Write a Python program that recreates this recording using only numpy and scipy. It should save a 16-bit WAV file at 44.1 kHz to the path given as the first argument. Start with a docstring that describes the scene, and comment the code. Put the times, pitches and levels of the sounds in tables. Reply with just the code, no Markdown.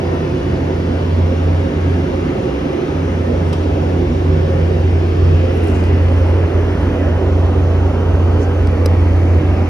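"""A strong fan-blade hum in a paint spray booth: a wavering near-sine that swells, dips and beats.
Around it are a throbbing second hum, faint wandering tones, low duct rumble made of shaped noise,
and a roar of air: noise that rings in the steel room and hisses through the ceiling filters.
Someone carries the microphone to a corner and crouches; a sleeve brushes it with bursts of crackle,
and small handling ticks ring and thud in its case."""
import sys
import numpy as np
from scipy import signal
from scipy.fft import rfft, irfft, next_fast_len
from scipy.io import wavfile
from scipy.ndimage import uniform_filter1d

SR = 44100
rng = np.random.default_rng(int(sys.argv[2]) if len(sys.argv) > 2 else 0)


def dump(signal):
    """Clip the signal to [-1, 1] and save it as 16-bit WAV at the path in sys.argv[1]."""
    limited = np.clip(np.atleast_2d(signal).T, -1, 1)
    pcm = np.round(limited * 32767).astype(np.int16)
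    wavfile.write(sys.argv[1], SR, pcm)


N = 427329
TIME = np.arange(N) / SR  # seconds

# How low the microphone is held. Each row: time in seconds, 0 for standing to 1 for crouched.
CROUCH_CURVE = [(0, 0.029), (5.45, 0.085), (6.1, 0.61), (7, 1)]


def gain_of(db):
    """Turns decibels into an amplitude factor."""
    return 10 ** (np.asarray(db) / 20)


def evened(x):
    """Scales a signal to an rms (average strength) of 1."""
    return x / np.sqrt(np.mean(x ** 2) + 1e-20)


def follow(rows, t):
    """Reads each column of a time curve at the times t, with straight lines between rows."""
    s, *columns = np.transpose(rows)
    return [np.interp(t, s, column) for column in columns]


def read(rows, hz):
    """Reads each column of a spectrum at the frequencies hz, along a logarithmic pitch scale."""
    f, *columns = np.transpose(rows)
    return np.array([np.interp(np.log(hz + 1), np.log(f + 1), column) for column in columns])


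def bell(hz, centre, width):
    """The shape of one resonance: 1 at its centre and a half at the edges of its width."""
    return 1 / (1 + (2 * (hz - centre) / width) ** 2)


def ring(x, hz, width):
    """Passes a sound through one resonance, which rings longer the narrower it is."""
    return signal.lfilter(*signal.iirpeak(min(hz, SR / 2 - 1), hz / width, SR), x)


def drift(rate_hz):
    """Slow random wandering of rms 1: noise with everything well above rate_hz removed."""
    size = next_fast_len(N)
    hz = np.fft.rfftfreq(size, 1 / SR)
    slow_spectrum = rfft(rng.standard_normal(size)) * np.exp(-(hz / rate_hz) ** 2)
    return evened(irfft(slow_spectrum, size)[:N])


def add(mix, s, sound):
    """Mixes a stereo sound in at time s."""
    part = mix[:, max(round(s * SR), 0):][:, :sound.shape[1]]
    part += sound[:, :part.shape[1]]


def swell_db(t, hz):
    """Gain in dB as the microphone passes through standing waves, which swell and fade in bands."""
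    # Each row: band centre in Hz, band width in Hz, curve of (time in seconds, gain in dB).
    swell_bands = [(197.4, 33, [(0, 1), (1, 0.5), (3.5, 0), (4.2, -6), (4.7, -2.5), (5.4, -5), (5.7, 1.5),
                   (6.5, 0), (9.69, 3)]), (264, 83, [(0, -0.5), (1.45, 1), (2.3, -1.5), (4.2, -0.5),
                   (4.7, -4), (5.7, 0.5), (6.45, -2.5), (7, 1), (8.15, -3), (8.7, -2.5), (9.2, -1.5)]),
                   (364, 78, [(0, 2.5), (.45, 3.5), (1.2, -3.5), (1.8, -2), (2.3, 3.5), (3.2, -3),
                   (3.5, -6.5), (3.75, -2), (4.2, 2), (4.6, 0.5), (5.6, 2), (6.2, -3), (6.7, 2), (7.9, 1),
                   (8.5, 0)]), (524, 36, [(0, 2.5), (.45, 4), (1.2, 1.5), (1.6, 2.5), (1.9, -1.5),
                   (2.65, 3), (2.95, -0.5), (3.2, -1.5), (4.1, -2.5), (4.45, 5.5), (5.1, -4.5), (5.5, 8),
                   (5.75, -9), (6.1, 5.5), (6.55, -5), (7.05, 3), (7.8, -4.5)])]
    total_db = 0
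    for centre, width, curve in swell_bands:
        flat_topped_band = 1 / (1 + (2 * (hz - centre) / width) ** 4)
        total_db = total_db + follow(curve, t)[0] * flat_topped_band
    return total_db


def rumble(open_booth_db=-27.5, wall_db=4, floor_db=2.5):
    """Duct turbulence booms in the booth's lowest standing wave, stronger at the wall and floor."""
    # Colour of the rumble. Each row: frequency in Hz, relative level in dB per Hz.
    rumble_colour = [(8, -29.5), (30, -25), (40, -15), (52, -5.5), (70, -3.5), (80, -3), (95, -7),
                     (108, -13), (160, -70)]
    boom_hz, boom_width_hz, boom_lift_db = 63.2, 8.4, 7.9
    at_wall_s = 3.45  # the microphone is at the back wall from here on

    hz = np.fft.rfftfreq(N, 1 / SR)
    colour_db = read(rumble_colour, hz)[0] + boom_lift_db * bell(hz, boom_hz, boom_width_hz)
    boom = evened(irfft(rfft(rng.standard_normal(N)) * gain_of(colour_db), N))
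    # the fans feed it evenly, so its half-second average power is levelled
    power = uniform_filter1d(boom ** 2, size=SR // 2)
    db = open_booth_db + wall_db * (TIME > at_wall_s) + floor_db * follow(CROUCH_CURVE, TIME)[0]
    return gain_of(db) * boom / np.sqrt(power)


def drones(waver_turns=0.084, flutter_db=1.5, right_db=3.0):
    """Thin motor and duct tones wander in the turbulent flow and change with the microphone's place."""
    # Each row: pitch in Hz, level in dB standing, level in dB crouched, lift in dB deep in the corner.
    drone_tones = [(244.2, -33, -39.5, 0), (286.5, -34, -26.5, 0), (299, -37, -38, 0),
                   (361.3, -31, -49.5, -0.5), (384.6, -33, -34.5, 2.5), (493.5, -51, -34.5, 5),
                   (536, -43.5, -38.5, 8)]
    # Closeness to the side walls. Each row: time in seconds, 0 for mid-booth to 1 for deep in the corner.
    corner_curve = [(0, 0.46), (.9, .15), (3.6, 0.42), (4.4, 1), (5.35, 0.49), (5.6, 0.4)]

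    crouch = np.clip(follow(CROUCH_CURVE, TIME)[0], 0, 1)
    corner = follow(corner_curve, TIME)[0]
    out = np.zeros(N)
    for hz, standing_db, crouched_db, corner_db in drone_tones:
        place_db = (1 - crouch) * standing_db + crouch * crouched_db + corner * corner_db
        db = place_db + swell_db(TIME, hz)
        turns = hz * TIME + waver_turns * drift(rate_hz=4.6)
        out += gain_of(db + flutter_db * drift(rate_hz=6.6)) * np.sin(2 * np.pi * turns)
    return out * gain_of([[-right_db / 2], [right_db / 2]])  # louder on the right


def throb(trim_db=-2.0, second_share=0.76, waver_turns=0.21, unsteady_turns=0.26, right_db=2.5):
    """A higher hum: two close fan tones beat against each other, a little unevenly."""
    # Each row: time in seconds, level in dB before the trim.
    throb_level = [(0, -24), (.8, -31.5), (1.3, -25.5), (2.1, -30.5), (2.8, -27), (3.8, -26.5),
                   (4.6, -20.5), (5.0, -30), (5.35, -21), (5.5, -36.5), (9.69, -35)]
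    throb_hz, throbs_per_s = 153.1, 4.8

    beat_turns = throbs_per_s * TIME + unsteady_turns * drift(rate_hz=2.24)
    beat = 1 + second_share * np.exp(2j * np.pi * beat_turns)
    turns = throb_hz * TIME + waver_turns * drift(rate_hz=5.0)
    tone = evened((beat * np.exp(2j * np.pi * turns)).imag)
    strength = gain_of(follow(throb_level, TIME)[0] + trim_db)
    return strength * tone * gain_of([[-right_db / 2], [right_db / 2]])  # louder on the right


def air(trim_db=-0.42, patchy_db=1.15, ripple_db=1.72, low_hz=104):
    """Rushing air is noise, coloured by the booth and by where the two microphone ports are held."""
    # Colour of the roar. Each row: frequency in Hz, dB per Hz standing, dB per Hz crouched, before the trim.
    roar_colour = [(110, -48, -49.5), (260, -48, -49.5), (383, -48, -50.5), (638, -54.5, -54),
                   (1020, -62, -61), (1625, -66, -69.5), (2290, -66, -72.5), (2700, -66, -72.5),
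                   (3090, -71, -71), (3370, -73.5, -75.5), (3910, -79, -83.5), (5500, -81.5, -84.5),
                   (6180, -84.5, -85), (7440, -92, -94), (9000, -95.5, -96.5), (12800, -99, -99)]
    # Booth and duct resonances. Each row: centre in Hz, width in Hz, lift in dB standing, lift in dB crouched.
    booth_rings = [(126.6, 11.8, 10.5, 9.5), (160, 8.9, 3, 1), (183, 5.7, 5.5, 0.5), (213, 7.7, 1, 5.5),
                   (234.3, 8.2, 6, 5), (250, 12.5, 3, 7.5), (264.1, 11, 10, 1.5), (295.4, 10.5, 7, 9),
                   (322, 18, 2.5, 0), (346.2, 7.7, 9, 6.5), (382.2, 9, 7.5, 4.5), (412.8, 14, 4, 8),
                   (445.5, 7.3, 4, -3), (490.4, 8.9, 6.5, 6.5), (517, 11, 3.5, 2), (533.5, 7.1, 12.5, 10),
                   (548, 7.1, -2, 0.5), (564, 60, -1, 1.5)]
    # The floor's reflection colours the roar as the microphone is lowered.
    # Each row: time in seconds, centre in Hz, lift in dB.
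    floor_reflection = [(5.2, 2520, -4.5), (5.8, 2250, 2.5), (6.3, 1850, 4), (7, 1750, 5.5),
                        (7.5, 1400, 1.5), (8.3, 1400, 2.5), (8.8, 2100, 4.5)]
    # How the roar meets the two ports, standing and crouched. Each row: frequency in Hz,
    # likeness of the two sides from 0 to 1, lead of the left in radians, left minus right in dB.
    standing_ports = [(110.0, 0.99, -0.12, -0.9), (260.0, 0.97, -0.03, -2.8), (400.0, 0.7, 0.12, -4.5),
                      (650.0, 0.33, 1.86, -1.2), (1000.0, 0.38, 2.04, 1.7), (1600.0, 0.5, 1.3, 3.0),
                      (2300.0, 0.47, 1.89, 0.9), (3200.0, 0.57, 1.97, 0.3), (4100.0, 0.5, 1.19, 0.4),
                      (5500.0, 0.66, 0.2, 0.2), (6600.0, 0.36, 1.47, -1.0), (7700.0, 0.78, 3.21, -0.5),
                      (10000.0, 0.8, 6.25, -0.1), (12200.0, 0.6, 8.51, -0.2)]
    crouched_ports = [(110.0, 1.0, -0.15, -1.0), (260.0, 0.98, -0.0, -2.0), (400.0, 0.81, 0.14, -6.5),
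                      (650.0, 0.71, 0.45, -4.1), (1000.0, 0.65, 0.73, -0.7), (1600.0, 0.81, 0.46, 0.5),
                      (2300.0, 0.36, 0.96, -0.3), (2850.0, 0.7, 2.4, 0.0), (3250.0, 0.88, 3.0, 0.1),
                      (4100.0, 0.58, 0.65, -0.3), (5500.0, 0.58, 0.05, -0.1), (6600.0, 0.37, 1.47, -0.6),
                      (7700.0, 0.88, 3.05, -0.2), (10000.0, 0.8, 6.23, -0.1), (12200.0, 0.6, 8.33, -0.3)]

    frame, hop = 4096, 1024  # samples
    per_hz = np.sqrt(3 * SR / (8 * hop))  # scales the noise so that its levels are per Hz
    frame_s = np.arange(N // hop + 3) * hop / SR
    bin_hz = np.fft.rfftfreq(frame, 1 / SR)
    crouch = np.clip(follow(CROUCH_CURVE, frame_s)[0], 0, 1)[:, None]

    def blend(standing, crouched):
        """Moves from the standing value to the crouched one."""
        return (1 - crouch) * standing + crouch * crouched

    db = blend(*read(roar_colour, bin_hz))
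    for hz, width, standing_db, crouched_db in booth_rings:
        db = db + blend(standing_db, crouched_db) * bell(bin_hz, hz, width)
    reflection_hz, lift_db = follow(floor_reflection, frame_s[:, None])
    db = db + lift_db * bell(bin_hz, reflection_hz, width=800)

    a, b, c, d, eddies, ripple = rng.standard_normal((6, len(frame_s), len(bin_hz)))
    # eddies make broad patches of the roar stronger or weaker
    eddies = uniform_filter1d(eddies, size=8, axis=0)
    eddies = evened(uniform_filter1d(eddies, size=20, axis=1))
    # standing waves leave narrow peaks and dips that shift slowly as the microphone moves
    ripple = uniform_filter1d(ripple, size=70, axis=0)
    ripple = evened(uniform_filter1d(ripple, size=2, axis=1))
    db = db + trim_db + patchy_db * eddies + ripple_db * ripple
    db = db + swell_db(frame_s[:, None], bin_hz)

    # the right port hears part of the same air, shifted in phase, and part of its own
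    likeness, lead, balance_db = map(blend, read(standing_ports, bin_hz), read(crouched_ports, bin_hz))
    likeness = np.clip(likeness, 0, 1)
    left = a + 1j * b
    right = likeness * np.exp(-1j * lead) * left + np.sqrt(1 - likeness ** 2) * (c + 1j * d)
    ports = np.array([left * gain_of(balance_db / 2), right * gain_of(-balance_db / 2)])
    spectra = ports * gain_of(db) * per_hz
    wave = signal.istft(spectra.transpose(0, 2, 1), nperseg=frame, noverlap=frame - hop)[1]
    return signal.sosfilt(signal.butter(4, low_hz, "high", fs=SR, output="sos"), wave[:, :N])


def sleeve(snags_per_s=2000, grain_db=4.0, stutter_db=2.0):
    """Cloth fibres snag and let go in clumps of fine crackle under each stroke."""
    # Each row: middle of the stroke in seconds, length in seconds, level in dB,
    # centre of its sound in Hz, width in Hz of the resonance it passes through twice.
    strokes = [(3.48, .12, -63, 9500, 4200), (3.535, .022, -37, 3000, 2000), (3.583, .1, -50, 4000, 3000),
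               (5.635, .3, -57, 10200, 5000), (5.77, 0.28, -52.5, 6500, 5000),
               (6.2, .5, -63.5, 10000, 4500), (6.85, 0.32, -64, 9800, 4500),
               (8.428, .085, -49.5, 5900, 2400)]
    out = np.zeros((2, N))
    stutter = gain_of(stutter_db * drift(rate_hz=22))
    for s, length, db, hz, width_hz in strokes:
        n = round(length * SR)
        happens = rng.random((2, n)) < snags_per_s / SR
        size = gain_of(grain_db * np.minimum(rng.exponential(1, (2, n)), 4))
        snags = happens * size * rng.choice([-1, 1], (2, n))
        crackle = ring(ring(snags, hz, width_hz), hz, width_hz)
        crackle = crackle * stutter[round(s * SR):][:n]
        rise_and_fall = np.sqrt(2) * np.sin(np.pi * np.arange(n) / n)
        add(out, s - length / 2, gain_of(db) * evened(crackle) * rise_and_fall)
    return out


def ticks(snap=4.5, thud_hz=470, thud_rise_s=.0027):
    """A snap and scrape of hard parts ring in the case and thud in its body; the grip damps the ring."""
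    # Each row: start in seconds, peak of the ring in dB, time in seconds for the scrape to fall 60 dB,
    # thud of the body in dB, brightness in dB per octave, damping as a factor on the ring's widths.
    tick_list = [(3.528, -27, .035, -38, -2, 3), (3.53, -19, .08, -30, -4.5, 1.6),
                 (5.674, -27.5, .006, -45, 9, 4), (5.682, -29, .03, -46, -1, 3),
                 (5.839, -28, .012, -43, -3, 2), (8.672, -22, .02, -37, -4, 3),
                 (8.8596, -11, 0.0095, -8.5, 1, .8), (8.863, -23, .016, -28, 0, 1.2)]
    # What a tick rings with. Each row: centre in Hz, width in Hz before damping, relative level in dB.
    case_rings = [(760, 410, 14.5), (1400, 650, 11), (2640, 800, 5.5), (4000, 180, 13), (4970, 380, 14),
                  (5900, 410, 7), (7460, 1200, 2), (11800, 3500, -3.5)]

    out = np.zeros((2, N))
    t = np.arange(SR // 8) / SR
    thud_shape = (t / thud_rise_s * np.exp(1 - t / thud_rise_s)) ** 2
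    thud = np.sin(2 * np.pi * thud_hz * t) * thud_shape
    for s, db, t60, thud_db, bright_db, damping in tick_list:
        noise = rng.standard_normal((3, len(t)))
        # one noise is common to both sides; each side adds a weaker one of its own
        scrape = (noise[2] + .5 * noise[:2]) * gain_of(-60 * t / t60)
        strike = scrape + snap * (t == 0)
        tick = np.zeros((2, len(t)))
        for k, (hz, width, mode_db) in enumerate(case_rings):
            strength = (-1) ** k * gain_of(mode_db + bright_db * np.log2(hz))
            tick += strength * ring(strike, hz, min(width * damping, hz / 2))
        add(out, s, gain_of(db) * tick / abs(tick).max() + gain_of(thud_db) * thud)
    return out


def hum(trim_db=-0.35, waver_turns=0.01, flutter_db=0.5):
    """The blade tone, nearly a sine; the fans beat for a while, and uneven inflow makes it waver."""
    # It swells as the microphone moves through its standing wave.
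    # Each row: time in seconds, level in dB before the trim.
    hum_level = [(0, -22.5), (.3, -23), (.55, -21.5), (.8, -20), (1.0, -17.5), (1.22, -14), (2.05, -17),
                 (2.46, -34), (2.84, -36), (2.98, -18), (4.1, -17.5), (4.3, -13), (4.55, -16), (4.87, -12),
                 (5.08, -15.5), (5.29, -10), (5.63, -17), (5.85, -12.5), (6.36, -11.5), (6.6, -13),
                 (7.0, -15), (7.7, -12), (8.0, -14.5), (8.28, -11), (8.5, -14), (8.9, -11), (9.3, -10.6),
                 (9.69, -14.5)]
    # The level dips briefly. Each row: middle of the dip in seconds, depth in dB.
    brief_dips = [(.41, 16), (1.71, 13), (2.1, 8), (4.11, 3), (5.14, 4.5), (6.5, 11), (6.78, 4),
                  (6.93, 6.7), (7.22, 8.3), (8.76, 3.9), (9.552, 6.1)]
    hum_hz, dip_s = 86.9, 0.03  # dip_s: time from the middle of a dip to 1/e of its depth in dB
    # the beating is fullest at swell_s and has faded to 1/e half_s before and after
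    swell_s, half_s, beats_per_s, depth = 1.546, 0.66, 2.8, 0.35

    since = TIME - swell_s
    second_tone = depth * np.exp(-(since / half_s) ** 2) * np.exp(2j * np.pi * beats_per_s * since)
    beat = 1 + second_tone
    dip_db = sum(db * np.exp(-((TIME - s) / dip_s) ** 2) for s, db in brief_dips)
    level_db = follow(hum_level, TIME)[0] + trim_db - dip_db
    strength = gain_of(level_db + flutter_db * drift(rate_hz=6.9))
    turns = hum_hz * TIME + waver_turns * drift(rate_hz=2.5)
    return strength * np.sqrt(2) * (beat * np.exp(2j * np.pi * turns)).imag


def scene(bass_lag_s=0.00025):
    """The bass reaches both ports alike, a little earlier and stronger on the right."""
    bass = hum() + rumble()
    left_bass = np.interp(TIME - bass_lag_s, TIME, bass)
    both_bass = np.array([left_bass, bass]) * gain_of([[-.4], [.4]])
    return both_bass + throb() + drones() + air() + sleeve() + ticks()


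def record(dry, edge_hz=12800):
    """Clips the sound just below full scale, then low-passes it steeply at edge_hz."""
    low_pass = signal.firwin(511, edge_hz, window=("kaiser", 9), fs=SR)
    return signal.oaconvolve(np.clip(dry, -.98, .98), low_pass[None], "same")


dry = scene()
out = record(dry)
dump(out)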